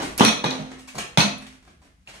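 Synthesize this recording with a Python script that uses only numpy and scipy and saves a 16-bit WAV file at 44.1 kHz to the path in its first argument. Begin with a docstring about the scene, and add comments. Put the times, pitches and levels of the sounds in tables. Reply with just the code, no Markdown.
"""A small bare room, the microphone a little left of where a steel blade levers ceramic tiles off a wall.
The blade crunches in the adhesive; at 0.2 s tiles drop into a plastic tub, which booms while the pieces
clink, break and settle. The blade ticks and crunches on, grit trickles, and a second fall lands at 1.2 s.
The grit stops before the last crunches. Faint outdoor rumble carries in from a distance throughout."""
import sys
import numpy as np
from scipy import signal
from scipy.fft import rfft, irfft
from scipy.io import wavfile
from scipy.ndimage import uniform_filter1d

SR = 44100
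rng = np.random.default_rng(int(sys.argv[2]) if len(sys.argv) > 2 else 0)


def wrap_up_sound(samples):
    """Save the sound to the file named by the first command line argument, as 16-bit audio."""
    columns = np.atleast_2d(samples).T
    # keep every value between -1 and 1, then stretch to whole-number steps
    tamed = np.clip(columns, -1, 1)
    steps = np.round(tamed * 32767).astype(np.int16)
    wavfile.write(sys.argv[1], SR, steps)


N = 97020
TIME = np.arange(N) / SR
EVENT_GAIN = np.sqrt(0.031 * SR)  # gives a sound of energy 1 the energy of 31 ms at RMS 1
LEFT_LAG_S = 0.00045  # direct sound reaches the left side of the microphone later

# Spectrum of breaking tile and mortar. Each row: frequency in Hz, relative level in dB.
RUBBLE_SPECTRUM = [(70, -12.5), (250, -2), (700, 2), (1200, 0.5), (1900, -5), (2800, -4), (4200, -5.5),
                   (5000, -13.5), (6100, -5), (7200, -15.5), (9500, -15.5), (11000, -26), (16000, -26)]
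# Spectrum of crumbling adhesive. Each row: frequency in Hz, relative level in dB.
ADHESIVE_SPECTRUM = [(60, -5.5), (200, 4.5), (600, -2.5), (1900, -1.5), (4400, -8.5), (9000, -11.5),
                     (10500, -19), (12500, -20.5), (16000, -33.5)]


def tub():
    """The plastic bottom flexes for a few cycles under each tile, then the walls ring on."""
    # Each row: start in seconds, flex level in dB, flex pitch in Hz, swell in seconds, ring level in dB.
    landings = [(0.2049, -6, 252.7, 0.0056, -20), (0.2059, -12, 372, 0.003, -24.5),
                (.229, -15.5, 186, 0.0035, -27.5), (.254, -15.5, 220.1, 0.025, -27.5),
                (0.442, -26, 158, 0.014, -30.5), (.59, -32, 150.8, 0.025, -36.5),
                (0.947, -43.5, 158, 0.027, -43), (1.175, -9.5, 149, 0.0071, -26.5),
                (1.228, -21, 204.8, 0.024, -36)]
    # Each row: frequency in Hz before a 1% lowering, level in dB, seconds to fall 60 dB.
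    wall_modes = [(133.86, -11, .55), (180.2, -14, .5), (216.41, 4, 0.35), (259.8, -16.5, 1.1),
                  (304.1, -14, 0.49), (409.5, -4, 0.089), (487, -12.5, 0.93), (591.5, -6.5, 0.41),
                  (626, 1, 0.22), (815, -12.5, 0.25)]
    # A hollow note hangs on after each fall. Each row: start in seconds, level in dB, second it is damped.
    hollows = [(.48, -28, .95), (1.23, -37.5, 1.561)]
    boom = hollow = 0
    for start, db, hz, swell, ring_db in landings:
        flex = -(TIME / swell * np.exp(1 - TIME / swell)) ** 2 * np.sin(2 * np.pi * hz * TIME)
        ring = ringing(wall_modes, ratio=0.99, scatter_db=3)
        boom += from_db(db) * placed(flex, start) + from_db(ring_db) * placed(ring, start)
    hollow_hz, hollow_t60_s, damping_s = 258, 1.25, 0.03
    note = np.sin(2 * np.pi * hollow_hz * TIME) * np.exp(-np.log(1000) * TIME / hollow_t60_s)
    for start, db, damped in hollows:
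        hollow += from_db(db) * placed(note, start) * np.exp(-np.maximum(TIME - damped, 0) / damping_s)
    room_db, pan_db = -7, 1.54
    left, right = boom + from_db(room_db) * through(boom, room_tail()) + hollow
    return np.array([placed(left, LEFT_LAG_S) * from_db(-pan_db), right * from_db(pan_db)])


def rubble():
    """Tiles and mortar crash down in bursts of brittle cracking."""
    # Each row: start in seconds, level in dB, rise and decay in seconds, bass and treble in dB.
    crashes = [(-.012, -29, 0.002, 0.0183, 13.5, 2), (.189, -22, 0.0085, 0.0036, 0.5, 2.5),
               (.2055, -16, .002, 0.0058, 6, -9), (.227, -19.5, 0.006, 0.012, 1, 0),
               (.274, -22.5, 0.00351, 0.008, -9, 1), (.435, -23.5, .007, 0.015, 6.5, -6),
               (.505, -29.5, 0.0034, 0.087, 1, -6), (1.173, -15, .0015, 0.018, -1.5, 1),
               (1.21, -22.5, 0.0042, 0.012, -13.5, -1.5)]
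    return fractures(crashes, RUBBLE_SPECTRUM, treble_hz=3060)


def tile_clinks():
    """Three pieces of similar size rattle against each other and ring."""
    # Each row: start in seconds, level in dB, rattle decay in seconds, pitch ratio, relative pitch spread.
    clinks = [(.249, -20.5, 0.0046, 1.02, 0.014), (.262, -19, 0.0038, 1.0, 0.004),
              (.277, -19, 0.0081, 1.0, 0.006), (.373, -35, 0.0033, 1.0, 0.00347),
              (.457, -28, 0.005, 0.99, 0.004), (0.507, -42, 0.004, 1.1, 0.0082),
              (1.174, -23, 0.00352, 0.98, 0.024), (1.199, -19, 0.017, 1.035, 0.033)]
    # Each row: frequency in Hz at pitch ratio 1, level in dB, seconds to fall 60 dB in a whole tile.
    tile_modes = [(2270, -5.5, 0.13), (2494, 4.5, 0.12), (3343, -2, 0.15), (3610, -4.5, 0.21),
                  (3845, 0.5, 0.1), (4115, 1, 0.11), (4340, -5.5, 0.04), (5610, -1.5, 0.094),
                  (5750, -4, 0.08), (6060, -4, 0.08)]
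    out = 0
    for start, db, decay, ratio, spread in clinks:
        damping = np.exp(-300 * abs(spread) * TIME[:SR])  # mixed shards ring shorter than whole tiles
        rattle = 0
        for side in (-1, 0, 1):
            knocks = flurry(per_s=350, rise_s=0.00027, decay_s=decay)
            ring = damping * ringing(tile_modes, ratio * (1 + spread * side), scatter_db=1.5)
            rattle += signal.fftconvolve(knocks, ring)
        out += from_db(db) * placed(unit(rattle), start)
    return out * EVENT_GAIN


def tile_snaps():
    """A tile snaps or lands on its edge: one hard click."""
    # Each row: start in seconds, level in dB.
    snaps = [(.258, -29), (0.283, -33.5), (1.1743, -21.5)]
    clicks = sum(from_db(db) * placed([-1], start) for start, db in snaps)
    return through(clicks * EVENT_GAIN, colour(RUBBLE_SPECTRUM))


def blade_ticks():
    """The blade snaps off chips; each pings with three clashing partials."""
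    # Each row: start in seconds, level in dB, pitch in Hz before a 1% lowering.
    ticks = [(.178, -32, 11500), (.2155, -24, 3440), (0.2488, -26, 9400), (.25, -23, 4120),
             (0.443, -30.5, 3900), (.506, -38, 6020), (.51, -32, 3960), (0.888, -46, 2600),
             (1.174, -20, 3480), (1.185, -39.5, 10000), (1.204, -22, 4330), (1.383, -54, 10000),
             (1.467, -52, 3300), (2.074, -44.5, 2750)]
    spread, side_db = 0.085, -8.5  # pitch offset and level of the outer partials
    out = 0
    for start, db, hz in ticks:
        t60 = 0.032 * (3000 / hz) ** 2.2  # smaller chips die much sooner
        partials = [(hz * (1 + spread * side), side_db * abs(side), t60) for side in (-1, 0, 1)]
        ping = unit(ringing(partials, ratio=0.99, scatter_db=2))
        out += from_db(db) * placed(ping, start)
    return out * EVENT_GAIN


def adhesive():
    """Adhesive crumbles under the blade in short crunches."""
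    # Each row: start in seconds, level in dB, rise and decay in seconds, bass and treble in dB.
    crunches = [(.014, -34, 0.0069, 0.015, 9, 6.5), (.043, -41, 0.0053, 0.088, 9.5, 5.5),
                (.177, -29.5, 0.0026, 0.0168, 0, 9.5), (.702, -39.5, 0.014, 0.01, 1.5, -29),
                (.76, -46, 0.039, 0.01, -6.5, 4), (.866, -42, 0.01236, 0.017, -25, 6.5),
                (.942, -42.5, 0.01327, 0.0138, 9.5, 7.5), (.974, -24, 0.0097, 0.011, -6, -1.5),
                (1.40, -43.5, 0.021, 0.0092, -5, -1.5), (1.458, -44.5, .012, 0.0078, -10, 0),
                (1.66, -51, .018, 0.013, 2, -14), (1.805, -57.5, 0.019, 0.033, 7.5, 2.5),
                (2.052, -40, 0.039, 0.015, -7, -2), (2.12, -41, 0.0226, 0.044, -9, -2.5)]
    return fractures(crunches, ADHESIVE_SPECTRUM, treble_hz=5700)


def grit(per_s=57, level_db=-61, until_s=1.88):
    """Loose crumbs trickle down, each a tiny click."""
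    crumbs = (rng.random(N) < per_s / SR) * rng.standard_normal(N) * (TIME < until_s)
    return from_db(level_db) * through(unit(crumbs) * np.sqrt(N), colour(ADHESIVE_SPECTRUM))


def in_room(x, room_db, scatter, smear_s=0.0032):
    """Sound reaches the microphone from the right, partly smeared by near wall and floor, then echoes."""
    smear = np.sqrt(2) * unit(stereo_noise() * np.exp(-TIME / smear_s))
    direct = np.array([placed([1], LEFT_LAG_S), placed([1], 0)])
    response = np.sqrt(1 - scatter) * direct + np.sqrt(scatter) * smear + from_db(room_db) * room_tail()
    return through(x, flattened(response))


def room_tail(build_s=0.0037):
    """Diffuse reflections off the bare walls, dying at their own rate in each band."""
    # Each row: frequency in Hz, seconds to fall 60 dB.
    reverb_times = [(80, .4), (400, 0.43), (2000, 0.44), (9000, 0.34), (15000, 0.067)]
    noise, tail = rfft(stereo_noise()), 0
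    hz = np.arange(noise.shape[1]) * SR / N
    edges = np.geomspace(30, 20000, 14)
    for low, high in zip(edges, edges[1:]):
        band = irfft(noise * (hz >= low) * (hz < high), N)
        tail += band * from_db(-60) ** (TIME / at_hz(reverb_times, np.sqrt(low * high)))
    return np.sqrt(2) * unit(tail * (1 - np.exp(-TIME / build_s)))


def outdoor_rumble():
    """Faint noise from far outside; its low end is stronger at first."""
    # Each row: frequency in Hz, relative level in dB.
    spectrum = [(20, -18), (35, -8.5), (55, 5.5), (120, -9), (220, -8), (400, -32), (1500, -27.5),
                (10000, -38), (16000, -50.5)]
    # Each row: time in seconds, bass boost in dB.
    bass_curve = [(.17, 13), (.28, 3), (2.2, -3)]
    air = from_db(-57) * through(stereo_noise(), colour(spectrum))
    bass_gain = from_db(np.interp(TIME, *np.transpose(bass_curve)))
    return air + (bass_gain - 1) * butter(air, hz=130, kind="low", order=1)


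def fractures(bursts, spectrum, treble_hz, bass_hz=820):
    """Brittle material breaks in flurries of tiny cracks, each flurry with its own bass and treble."""
    out = 0
    for start, db, rise, decay, bass_db, treble_db in bursts:
        burst = flurry(per_s=1800, rise_s=rise, decay_s=decay)
        burst += (from_db(bass_db) - 1) * butter(burst, bass_hz, "low", order=1)
        burst += (from_db(treble_db) - 1) * butter(burst, treble_hz, "high", order=1)
        out += from_db(db) * placed(burst, start)
    return through(out, colour(spectrum))


def flurry(per_s, rise_s, decay_s, spread_db=4.5):
    """A run of uneven contacts that swells and fades."""
    size = N // 4
    t = TIME[:size]
    contacts = rng.random(size) < per_s / SR
    contacts[int(rise_s * SR)] = True  # one always lands on the peak
    strength = from_db(spread_db * np.minimum(rng.exponential(1, size), 2)) * rng.choice([-1, 1], size)
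    envelope = np.minimum((t + 1 / SR) / rise_s, 1) ** 2 * np.exp(-np.maximum(t - rise_s, 0) / decay_s)
    return unit(contacts * strength * envelope) * EVENT_GAIN


def ringing(modes, ratio, scatter_db):
    """Decaying modes, each struck with a strength of its own."""
    hz, db, t60 = np.transpose(modes)[:, :, None]
    t = TIME[:SR]
    strength = from_db(db + scatter_db * rng.standard_normal(db.shape))
    return np.sum(strength * np.exp(-np.log(1000) * t / t60) * np.sin(2 * np.pi * hz * ratio * t), axis=0)


def stereo_noise():
    """White noise that is alike on both sides of the microphone in the bass only."""
    # Each row: frequency in Hz, left-right correlation.
    likeness = [(60, .92), (200, 0.9), (400, 0.51), (700, 0.3), (1300, -0.41), (2400, 0.029),
                (15000, -0.03)]
    mid, side = rfft(rng.standard_normal((2, N)))
    alike = at_hz(likeness, np.arange(len(mid)) * SR / N)
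    return irfft(np.sqrt((1 + alike) / 2) * mid + np.sqrt((1 - alike) / 2) * side * [[1], [-1]], N)


def flattened(response):
    """Level out the broad humps in the spectrum of a diffuse response."""
    spectrum = rfft(response)
    smooth_power = uniform_filter1d(np.abs(spectrum) ** 2, size=200, axis=-1)
    flat = irfft(spectrum / np.sqrt(smooth_power + 1e-9), N)
    return np.sqrt(2) * unit(flat[:, :N // 2])


def colour(points, size=4096):
    """Causal response with the given spectrum, energy 1."""
    hz = np.arange(size // 2 + 1) * SR / size
    cepstrum = irfft(np.log(from_db(at_hz(points, hz))))
    cepstrum[1:size // 2] *= 2
    cepstrum[size // 2 + 1:] = 0
    return unit(irfft(np.exp(rfft(cepstrum))))


def from_db(db):
    """Decibels to gain."""
    return 10 ** (np.asarray(db) / 20)


def unit(x):
    """Scale to energy 1."""
    return x / np.sqrt(np.sum(x ** 2) + 1e-20)


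def at_hz(points, hz):
    """Read a table on a log-frequency axis."""
    frequencies, values = np.transpose(points)
    return np.interp(np.log(np.maximum(hz, 1)), np.log(frequencies), values)


def through(x, response):
    """Convolve and keep the length of the scene."""
    return signal.fftconvolve(np.atleast_2d(x), np.atleast_2d(response), axes=-1)[:, :N]


def butter(x, hz, kind, order):
    """Butterworth filter."""
    return signal.sosfilt(signal.butter(order, hz, kind, fs=SR, output="sos"), x + 1e-18)


def placed(x, start):
    """Delay a sound to its start in seconds."""
    return np.interp(np.arange(N) - round(start * SR), np.arange(len(x)), x, left=0, right=0)


def scene():
    """Work at the wall and falls into the tub share one small room, over a distant rumble."""
    wall = in_room(adhesive() + grit(), room_db=1, scatter=0.79)
    wall += in_room(blade_ticks(), room_db=-5.5, scatter=0.6)
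    falls = in_room(rubble(), room_db=-0.5, scatter=0.79)
    falls += in_room(tile_clinks() + tile_snaps(), room_db=-8.5, scatter=0.6)
    falls += tub()
    return wall + butter(falls, hz=110, kind="high", order=3) + outdoor_rumble()


def record(dry):
    """The microphone has a dip in the high treble; the highest peaks are rounded and the top is cut."""
    dip_hz, ceiling, stop_hz = 14600, 1.05, 17000
    dipped = signal.lfilter(*signal.iirnotch(dip_hz, Q=4.8, fs=SR), dry)
    rounded = dipped / (1 + (dipped / ceiling) ** 4) ** (1 / 4)
    return signal.sosfilt(signal.cheby2(12, 70, stop_hz, fs=SR, output="sos"), rounded)


dry = scene()
out = record(dry)
wrap_up_sound(out)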